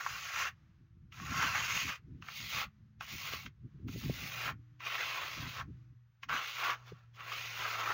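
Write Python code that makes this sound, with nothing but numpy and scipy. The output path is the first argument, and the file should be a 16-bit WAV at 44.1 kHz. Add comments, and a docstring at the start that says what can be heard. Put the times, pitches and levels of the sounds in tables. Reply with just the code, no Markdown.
"""Outdoors, close to a wall: a steel trowel rubs sandy coating onto it in eight rasping strokes.
Fine sand, as filtered grain noise, hisses under the blade; coarse grains are random impacts that ring its
well-damped modes; where it lands or catches on a stone it clacks, with weak reflections from nearby surfaces.
Moving air, as shaped noise, buffets the microphone. Far off, a wavering sine hums like a motor,
with faint gliding whines and an uneven hush."""
import sys
import numpy as np
from scipy import signal
from scipy.fft import rfft, irfft, next_fast_len
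from scipy.io import wavfile
from scipy.ndimage import uniform_filter1d, map_coordinates

SR = 44100
rng = np.random.default_rng(int(sys.argv[2]) if len(sys.argv) > 2 else 0)


def log_audio(samples):
    """Write samples as a 16-bit WAV file to the path given in sys.argv[1]."""
    # one column per channel
    frames = np.atleast_2d(samples).T
    # limit to full scale, then quantise
    limited = np.clip(frames, -1, 1)
    pcm = np.round(limited * 32767).astype(np.int16)
    wavfile.write(sys.argv[1], SR, pcm)


N = 349829  # length [samples]

# each layer at the wall, relative to the pressure [dB]
SAND_DB, FACE_DB, EDGE_DB, DRAG_DB = -6, -1, -2, -13.5
EDGE_BITE, DRAG_BITE, SAND_BITE = 0.039, 0.71, -0.2  # gained per dB of bite [dB]


def contact(pressure_db, bite_db):
    """Gains of drag, face, edge and sand: all follow the pressure; biting grit favours the low, slow ones."""
    layers_db = np.array([DRAG_DB + DRAG_BITE * bite_db,
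                          FACE_DB + bite_db,
                          EDGE_DB + EDGE_BITE * bite_db,
                          SAND_DB + SAND_BITE * bite_db])
    return amp(pressure_db + layers_db)


LIFT_DB_PER_S = 750.5  # the rasp dies this fast as the blade leaves the wall
EASE_S = 0.012  # inertia of the arm


def stroke_gains(hand, t, land_s, lift_s, attack_s, drift_db_per_s):
    """One stroke: the blade settles on the wall, follows the hand as the wrist turns its edge, and lifts off."""
    landing = np.clip((t - land_s) / attack_s, 0, 1)
    envelope = landing * amp(-LIFT_DB_PER_S * np.maximum(t - lift_s, 0))
    ease = max(int(EASE_S * SR), 1)
    pressure_db, bite_db = uniform_filter1d(np.array(curves(hand, t)), ease, axis=1, mode="nearest")
    drag, face, edge, sand = envelope * contact(pressure_db, bite_db)
    turn = amp(drift_db_per_s * (t - (land_s + lift_s) / 2))
    return drag, face, edge * turn, sand / np.sqrt(turn)


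# strokes on the wall: (blade lands [s], lifts [s], attack [s], edge ring drift as the wrist turns [dB/s],
# stiffening of the modes [factor], tilt of the face modes [dB/octave], tilt of the sand hiss [dB/octave],
# finest fizz [dB], drag [dB], edge ring [dB])
STROKES = [(0, 0.485, 0.0016, 5.5, 1.007, 5.5, 6, -11, -5, -1),
           (1.12, 1.958, 0.014, 4, 0.986, 2.5, 5, -11.5, -4.5, 0.5),
           (2.222, 2.647, 0.034, 3.5, 1.006, -3, -2.5, -6.5, -0.5, -1),
           (3.008, 3.458, 0.016, -1, 1.006, -8.5, -1, -4.5, -1, -0.5),
           (3.873, 4.503, 0.0099, 7, 0.985, 6, -.5, -2.5, 3.5, -0.5),
           (4.79, 5.608, 0.028, -7, 0.976, -0.5, -5.5, -8.5, 1.5, 0.5),
           (6.286, 6.738, 0.0092, -2, 1.034, -7.5, -4.5, -8, -1, 1),
           (7.15, 7.947, 0.12, -4.5, 0.982, 1.5, -2, -6.5, 2, 1)]
# the hand, one list per stroke: (time [s], pressure as the level of the rasp [dB],
# bite of the coarse grit relative to it [dB])
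HAND = [
    [(0.01, -46, 5.0), (0.05, -47.5, -1.5), (0.065, -45, -2), (0.18, -44.5, -1), (0.22, -46.5, -6.5),
     (0.265, -43, -2.5), (0.3, -46, -1), (0.405, -36.5, 0.5), (0.49, -44, 4)],
    [(1.13, -59.5, -2.5), (1.425, -35.5, 3.5), (1.525, -41, -0.5), (1.55, -36.0, 2.5), (1.63, -39.5, -3),
     (1.8, -36.0, -6), (1.86, -43, -12), (1.895, -40.0, 0.5), (1.945, -50, 0)],
    [(2.23, -57, 6.5), (2.255, -58.5, -2.5), (2.285, -54, -1.5), (2.37, -45.5, -18), (2.405, -45.5, -12.5),
     (2.48, -46, -15.5), (2.555, -37.5, -5.5), (2.62, -38.0, -1.5), (2.65, -48, 0)],
    [(3.02, -52, 5.5), (3.05, -53.5, -8.5), (3.13, -44.5, -10.5), (3.155, -48.5, -13.5), (3.28, -42.5, -5),
     (3.315, -46, -6.5), (3.33, -40.5, -4), (3.42, -53.5, -9.5), (3.47, -55.5, -2.5)],
    [(3.885, -58, -10.5), (3.945, -54, -13.0), (3.995, -54, -21.5), (4.015, -49, -7.5), (4.09, -52, -12),
     (4.235, -44.5, -8.5), (4.3, -47.0, -6.5), (4.47, -41, -1), (4.505, -46, 6.5)],
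    [(4.805, -56.5, -1), (4.865, -43.0, -2), (5.02, -40, -2.5), (5.09, -41.5, -5), (5.205, -43.0, 1),
     (5.345, -45.5, -6.5), (5.475, -47, -1), (5.495, -48, -10), (5.62, -46.5, 7)],
    [(6.297, -45.5, 10), (6.357, -40, 2.5), (6.412, -45, 2), (6.462, -42.5, -5), (6.527, -47, -7.5),
     (6.622, -41, 1.5), (6.637, -39, 4), (6.697, -39.5, 5), (6.74, -45, 8.5)],
    [(7.2, -50.0, 3.5), (7.245, -53, 2), (7.34, -44, -3), (7.42, -45.5, -7), (7.47, -45, -7),
     (7.51, -47.5, -7.0), (7.67, -40.5, 4), (7.695, -42.5, -1), (7.92, -42.5, 8.0)],
]
# the blade skims the wall between the last two strokes: (time [s], half length [s], pressure [dB], bite [dB])
SKIMS = [(6.799, 0.065, -66.5, 3), (6.888, .028, -57.5, 0), (6.968, .08, -70.5, 4), (7.158, 0.017, -62, -6)]
# modes of the blade pressed on the wall: (frequency [Hz], width [Hz], level [dB])
BLADE_MODES = [(753, 120, -12), (1098.4, 111, 1), (1215, 120, -1.5), (1370, 170, 2), (1594, 180, -3),
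               (1830, 140, -4), (2126, 320, 5), (2485, 170, 4), (2730, 330, 4.5), (3170, 240, -5)]
FACE_COUNT = 6  # the first modes bend the face, the rest ring along the edge
# spectra of the sand hiss, the finest fizz and the drag: (frequency [Hz], density [dB per Hz])
SAND_SPECTRUM = [(900, -36.5), (2200, -8), (3400, 3), (4300, 1), (5500, -1.5), (6600, 0), (7050, -6.5),
                 (7600, -22), (8700, -32), (11000, -24), (13200, -19.5), (15800, -17)]
FIZZ_SPECTRUM = [(7000, -45), (10000, -22), (13200, -23.5), (14100, -16.5), (14900, 3), (15800, -5.5)]
DRAG_SPECTRUM = [(100, -36.5), (260, -12), (450, -0.5), (750, 1.5), (1100, 0), (2000, -30), (5000, -61)]


def scraping():
    """The blade rides over bumps in the coating, crushing fine sand and rolling coarse grit."""
    bumps = unit(wobble(45) + 0.56 * wobble(170))
    grit = grains(rate=2000, spread_db=1.0) * amp(1.4 * bumps)
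    small_grit = grit + 0.51 * grains(rate=4500, spread_db=1.0) * amp(1.3 * bumps)
    fine = grains(rate=15000, spread_db=0.5) * amp(0.96 * bumps) * rng.standard_normal(N)
    rub = steady(coloured(grit * rng.standard_normal(N), DRAG_SPECTRUM))
    hiss = coloured(fine, SAND_SPECTRUM)
    hiss = steady(shifting(hiss, depth_db=2.5, patch_hz=138.1, patch_s=0.06))
    fizz = coloured(fine, FIZZ_SPECTRUM)
    fizz = steady(shifting(fizz, depth_db=1.5, patch_hz=200, patch_s=0.04)) * amp(wobble(25))

    def rasp(i, gains, stiffen=1, face_tilt_db=-3, sand_tilt_db=-3, fizz_db=-14, drag_db=3, edge_db=-3):
        """Coarse grit drives the slow bending modes, smaller grit the fast ones, over drag and sand."""
        drag, face, edge, sand = gains
        low_ring = ring(grit[i], BLADE_MODES[:FACE_COUNT], stiffen)
        low_ring = tilted(low_ring, face_tilt_db, low_hz=1100, high_hz=2200)
        low_ring = steady(shifting(low_ring, depth_db=3.3, patch_hz=120.4, patch_s=0.04), span=0.05)
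        high_ring = ring(small_grit[i], BLADE_MODES[FACE_COUNT:], stiffen)
        high_ring = steady(shifting(high_ring, depth_db=2.5, patch_hz=148.8, patch_s=0.04), span=0.044)
        sand_noise = tilted(hiss[i], sand_tilt_db, low_hz=3540, high_hz=7000) + amp(fizz_db) * fizz[i]
        return (face * low_ring + amp(edge_db) * edge * high_ring
                + amp(drag_db) * drag * rub[i] + sand * sand_noise)

    out = np.zeros(N)
    for hand, (land_s, lift_s, attack_s, drift_db_per_s, *tone) in zip(HAND, STROKES):
        i = samples(land_s, lift_s + 0.1)
        gains = stroke_gains(hand, i / SR, land_s, lift_s, attack_s, drift_db_per_s)
        out[i] += rasp(i, gains, *tone)
    for s, half_s, pressure_db, bite_db in SKIMS:
        i = samples(s - 2 * half_s, s + 2 * half_s)
        gains = np.outer(contact(pressure_db, bite_db), swell(i / SR, s, half_s))
        out[i] += rasp(i, gains)
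    return out


# the blade lands or catches on a stone: (time [s], level before a 5 dB cut [dB], edge ring [dB])
CLACKS = [(0.0648, -16, -21.5), (0.396, -26.5, 2), (1.1253, -38.5, 6.5), (1.2002, -31.5, -7),
          (1.342, -28, -21), (1.543, -30, -6), (1.7106, -26, 7), (2.225, -32, -1), (2.2869, -26, -2),
          (2.405, -28.5, 6.5), (2.5438, -31, 6.5), (3.0102, -24, -3.5), (3.2002, -35, 11),
          (3.2748, -29.5, 9.5), (3.3295, -28, -1), (3.339, -32, -0.5), (3.4634, -29, 5),
          (3.8848, -35.5, -3.5), (4.4476, -26, 5.5), (4.48, -23.5, -20), (4.492, -27, -17),
          (4.806, -31.5, 0), (5.008, -28, -6), (5.6133, -28, -11.5), (6.235, -26.5, 0.5), (6.2953, -22, -6),
          (6.3263, -25.5, -13), (6.354, -24, -9), (6.365, -17, -8.5), (6.633, -34, -12.5),
          (6.733, -26.5, 1.5), (7.2079, -30.5, -4), (7.3195, -26, -5.5)]
# spectrum of the crunch: (frequency [Hz], density [dB per Hz])
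CRUNCH_SPECTRUM = [(250, -7), (700, -5), (2500, 6.5), (4500, -0.5), (6700, -0.5), (7800, -51),
                   (13500, -28.5), (15500, -5.5)]
CHATTER_T60_S = 0.04


def clacks(crunch_t60_s=0.075, crunch_db=-6, graze_s=0.0046):
    """Steel meets stone: it grazes the sand, then a blow and a quick chatter ring the blade."""
    lead = SR // 50  # samples before the blow
    t = np.arange(-lead, SR // 8) / SR
    out = np.zeros(N + SR)
    since = np.maximum(t, 0)
    approach = np.exp(np.minimum(t, 0) / graze_s)
    for s, db, edge_db in CLACKS:
        chatter = rng.random(len(t)) < 900 / SR  # 900 taps a second
        force = chatter * approach ** 2 * amp(-60 * since / CHATTER_T60_S)
        force[lead] = 2.3  # the blow itself
        crushing = rng.standard_normal(len(t)) * approach * amp(-60 * since / crunch_t60_s)
        crunch = coloured(crushing, CRUNCH_SPECTRUM)
        # a sharper contact is brighter and crushes more sand
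        edge = unit(ring(force, BLADE_MODES[FACE_COUNT:])) + amp(crunch_db) * crunch
        hit = unit(ring(force, BLADE_MODES[:FACE_COUNT])) + amp(edge_db) * edge
        start = round((s - 0.001) * SR) - lead
        out[start:][:len(t)] += amp(db - 5.0) * hit / np.abs(hit).max()
    return out[:N]


# decay of the surfaces nearby: (frequency [Hz], t60 [s])
ROOM_DECAY = [(200, 0.037), (1500, .12), (6000, 0.036), (15000, 0.011)]


def room(x):
    """Weak, short reflections from the surfaces nearby: noise decaying at its own speed in each band."""
    hz, t, z = signal.stft(rng.standard_normal(SR // 3), SR, nperseg=256)
    decay = amp(-60 * t / along(ROOM_DECAY, hz)[:, None])
    tail = signal.istft(z * decay, SR, nperseg=256)[1]
    delayed = np.pad(x, (SR // 300, 0))
    return signal.fftconvolve(delayed, tail / np.linalg.norm(tail))[:N]


# the breeze at the microphone rises and drops: (time [s], level before wobble and a 3.5 dB lift [dB])
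BREEZE = [(0, -68.5), (.95, -68), (1.45, -50.5), (2.0, -68), (3.0, -64.5), (4.1, -55.5), (4.9, -74),
          (5.7, -62.5), (6.15, -77.5), (7.93, -69)]
# gusts on top of it: (time [s], half length [s], buffeting before the same lift [dB],
# small eddies relative to it, before their own trim and wobble [dB])
GUSTS = [(0.136, 0.037, -59.5, -12), (0.457, 0.15, -64.5, -12), (0.704, 0.016, -61, -32),
         (0.83, 0.034, -65.5, -1.5), (1.042, 0.027, -59, -17), (1.307, 0.089, -51, -0.5),
         (1.758, 0.013, -51, 0), (1.865, 0.047, -52.5, 2.5), (2.125, 0.082, -53, -3), (2.44, 0.041, -55, 3),
         (2.574, 0.038, -54, -1), (3.144, 0.027, -52.5, -3.5), (3.35, 0.027, -59, 1),
         (3.479, 0.025, -57, 4), (3.658, 0.039, -53, -4.5), (3.874, 0.054, -47.5, 5.5),
         (3.967, 0.026, -47, 7), (4.085, 0.052, -43, 0.5), (4.24, 0.016, -55, 5), (4.522, 0.075, -54.5, -3),
         (5.44, 0.062, -50, 0.5), (5.676, 0.094, -53, -6), (5.927, 0.027, -62.5, -8),
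         (6.323, 0.053, -58, 3), (6.928, 0.019, -56, -15)]
# spectra of buffeting and eddies: (frequency [Hz], density [dB per Hz])
BUFFET_SPECTRUM = [(12, -41), (25, -26), (35, -15.5), (55, -3.5), (90, 1.5), (140, 2), (200, -11.5),
                   (300, -31), (450, -39.5), (900, -77)]
EDDY_SPECTRUM = [(50, -40), (110, -6), (170, 4), (270, 0.5), (400, -11.5), (600, -38.5), (1200, -79)]
# eddies relative to a breeze of CALM_DB, and their dB per dB of breeze
CALM_DB, BREEZE_EDDIES_DB, EDDIES_GROW = -62, -10.5, 2


def breeze():
    """A breeze and its gusts make lumpy turbulence on the microphone port."""
    t = np.arange(N) / SR
    breeze_db = curves(BREEZE, t)[0] + 3.1 * wobble(21)
    buffet = amp(breeze_db)
    eddies = amp(CALM_DB + BREEZE_EDDIES_DB + EDDIES_GROW * (breeze_db - CALM_DB))
    for s, half_s, db, eddy_db in GUSTS:
        i = samples(s - 2 * half_s, s + 2 * half_s)
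        gust = amp(db) * swell(t[i], s, half_s)
        buffet[i] = np.hypot(buffet[i], gust)
        eddies[i] = np.hypot(eddies[i], amp(eddy_db) * gust)
    rumble = steady(coloured(rng.standard_normal(N), BUFFET_SPECTRUM), span=0.098)
    flutter = steady(coloured(rng.standard_normal(N), EDDY_SPECTRUM), span=0.06)
    return amp(3.5) * buffet * rumble + amp(-3 + 4.4 * wobble(40)) * eddies * flutter


# sudden puffs on the microphone, the first a low thud of the blade catching on the wall: # (time [s], peak
# level [dB], centre [Hz], length [cycles])
PUFFS = [(3.337, -37, 450, 0.71), (3.87, -36.5, 194, 1), (3.961, -38.5, 302, 0.62), (4.081, -39, 170, 0.72),
         (4.0987, -27.5, 310, 0.49), (4.106, -30, 190, 0.86), (6.923, -42, 424, 2.4), (6.93, -47, 129, 1.3)]


def puffs():
    """Round puffs of air, and one low thud of the blade: short swings of pressure under a bell-shaped envelope."""
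    out = np.zeros(N)
    half = SR // 50
    for s, db, hz, length in PUFFS:
        cycles = hz * np.arange(-half, half) / SR
        puff = np.sin(2 * np.pi * cycles) * np.exp(-np.pi * (cycles / length) ** 2)
        out[round(s * SR) - half:][:2 * half] += amp(db) * puff / np.abs(puff).max()
    return out


# speed and level of the distant motor, both with wobble added:
# (time [s], pitch [Hz], level before a 0.4 dB cut [dB])
MOTOR = [(4.65, 119.0, -56), (5.0, 121.6, -66), (5.25, 120.9, -63.5), (5.85, 122.5, -54.5),
         (6.15, 118.9, -65.5), (6.55, 121.5, -65.5), (6.85, 122.4, -57.5), (7.1, 117.8, -59.5),
         (7.75, 113.6, -57.5)]
MOTOR_START_S, MOTOR_RISE_S = 3.9, 0.5  # it sets in


def motor():
    """A far motor's hum: one sine whose pitch and level waver."""
    t = np.arange(N) / SR
    running = np.clip((t - MOTOR_START_S) / MOTOR_RISE_S, 0, 1)
    hz, db = curves(MOTOR, t)
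    level = running * amp(db - 0.4 + 1.2 * wobble(11))
    return level * np.sqrt(2) * np.sin(2 * np.pi * np.cumsum(hz + 0.8 * wobble(12)) / SR)


# faint far-off whines: (start [s], end [s], start pitch [Hz], end pitch [Hz], peak level [dB])
WHINES = [(0.552, 1.898, 322, 344, -79.5), (2.25, 3.3, 211, 213, -67.5), (4.487, 5.95, 300, 318, -74)]


def whines():
    """Faint gliding sines with a slightly unsteady pitch."""
    t = np.arange(N) / SR
    out = np.zeros(N)
    for start, end, start_hz, end_hz, db in WHINES:
        pitch = np.interp(t, [start, end], [start_hz, end_hz]) + 1.4 * wobble(20)
        fade = np.clip(np.minimum(t - start, end - t) / 0.081, 0, 1)
        out += amp(db) * fade * np.sin(2 * np.pi * np.cumsum(pitch) / SR)
    return out


# the faint outdoor hush drifts: (time [s], level before wobble [dB])
HUSH = [(0, -73), (.95, -85), (2.1, -77.5), (3.6, -82), (4.7, -78), (5.75, -79.5), (6.1, -83.5),
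        (7.93, -68.5)]
# its spectrum: (frequency [Hz], density [dB per Hz])
HUSH_SPECTRUM = [(100, -1.5), (300, -8), (550, -12), (850, -11), (1250, -5), (1700, -6), (2800, -12),
                 (4500, -18), (6500, -20), (8500, -42.5), (15500, -30.5)]


def hush():
    """Uneven outdoor hush: shaped noise drifting in level."""
    noise = coloured(rng.standard_normal(N), HUSH_SPECTRUM)
    noise = shifting(noise, depth_db=0.5, patch_hz=263, patch_s=0.08)
    return amp(curves(HUSH, np.arange(N) / SR)[0] + 1.9 * wobble(5)) * noise


def resonance(f, hz, width):
    """A damped mode with steep skirts: a narrow and a broad resonator in a row."""
    detuning, loss = hz * hz - f * f, 1j * f * width
    return 5 * loss * loss / ((detuning + loss) * (detuning + 5 * loss))


def ring(force, modes, stiffen=1):
    """Each impact meets the blade at another spot, so it drives each mode with its own strength."""
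    out = np.zeros(len(force))
    for hz, width, db in modes:
        drive = force * rng.standard_normal(len(force))
        out += amp(db) * filtered(drive, lambda f: resonance(f, hz * stiffen, width))
    return out


def grains(rate, spread_db):
    """Random impacts, rate a second, of scattered sizes."""
    hit = rng.random(N) < rate / SR
    return hit * amp(spread_db * np.clip(rng.standard_normal(N), -2, 2))


def steady(x, span=0.073):
    """Evens out the level over span seconds; faster roughness stays."""
    power = np.abs(uniform_filter1d(x * x, max(int(span * SR), 8)))
    return x / np.sqrt(power + 1e-3 * np.mean(x * x))


def shifting(x, depth_db=2.6, patch_hz=130, patch_s=0.04):
    """Narrow bands of x swell and fade at random, as resonances do when a contact moves."""
    hz, t, z = signal.stft(x, SR, nperseg=1024)
    field = rng.standard_normal((int(hz[-1] / patch_hz) + 3, int(t[-1] / patch_s) + 3))
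    where = np.meshgrid(hz / patch_hz, t / patch_s, indexing="ij")
    gain_db = depth_db * map_coordinates(field, where, order=2)
    return signal.istft(z * unit(amp(gain_db)), SR, nperseg=1024)[1][:len(x)]


def tilted(x, tilt_db, low_hz, high_hz):
    """x tilted by tilt_db per octave between two frequencies, at rms 1."""
    return unit(filtered(x, lambda hz: amp(tilt_db * np.log2(np.clip(hz, low_hz, high_hz) / low_hz))))


def coloured(x, spectrum):
    """x filtered by the given spectrum, at rms 1."""
    return unit(filtered(x, lambda hz: amp(along(spectrum, hz))))


def filtered(x, response):
    """x times a complex response of frequency."""
    m = next_fast_len(len(x) + 2048, True)
    return irfft(rfft(x, m) * response(np.fft.rfftfreq(m, 1 / SR)), m)[:len(x)]


def wobble(rate, order=3):
    """A smooth random curve, rate knots a second."""
    coarse = np.linspace(0, N, N // 32)
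    knots = rng.standard_normal(int(N * rate / SR) + 4)
    return np.interp(np.arange(N), coarse, map_coordinates(knots, [coarse * rate / SR], order=order))


def swell(t, s, half_s):
    """A bell-shaped rise and fall round the time s."""
    return np.exp(-np.minimum(((t - s) / half_s) ** 2, 50))


def curves(rows, t):
    """Each column after the time, read at the times t."""
    s, *cols = np.transpose(rows)
    return [np.interp(t, s, c) for c in cols]


def along(points, hz):
    """(Hz, value) points read on a log axis."""
    f, v = np.transpose(points)
    return np.interp(np.log(hz + 1), np.log(f), v)


def samples(start_s, end_s):
    """Sample numbers between two times."""
    return np.arange(max(int(start_s * SR), 0), min(int(end_s * SR), N))


def amp(db):
    """Decibels to gain."""
    return 10 ** (np.asarray(db) / 20)


def unit(x):
    """x at rms 1."""
    return x / np.sqrt(np.mean(x ** 2) + 1e-20)


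def scene():
    """The trowel close by, over moving air at the microphone and the distant background."""
    trowel = scraping() + clacks()
    air = breeze() + puffs()
    background = motor() + whines() + hush()
    return (trowel + amp(-16) * room(trowel) + air + background)[None]


TOP_HZ = 15800  # band limit


def record(dry):
    """The recorder keeps nothing above its band limit."""
    return np.array([filtered(channel, lambda hz: hz < TOP_HZ) for channel in dry])


dry = scene()
out = record(dry)
log_audio(out)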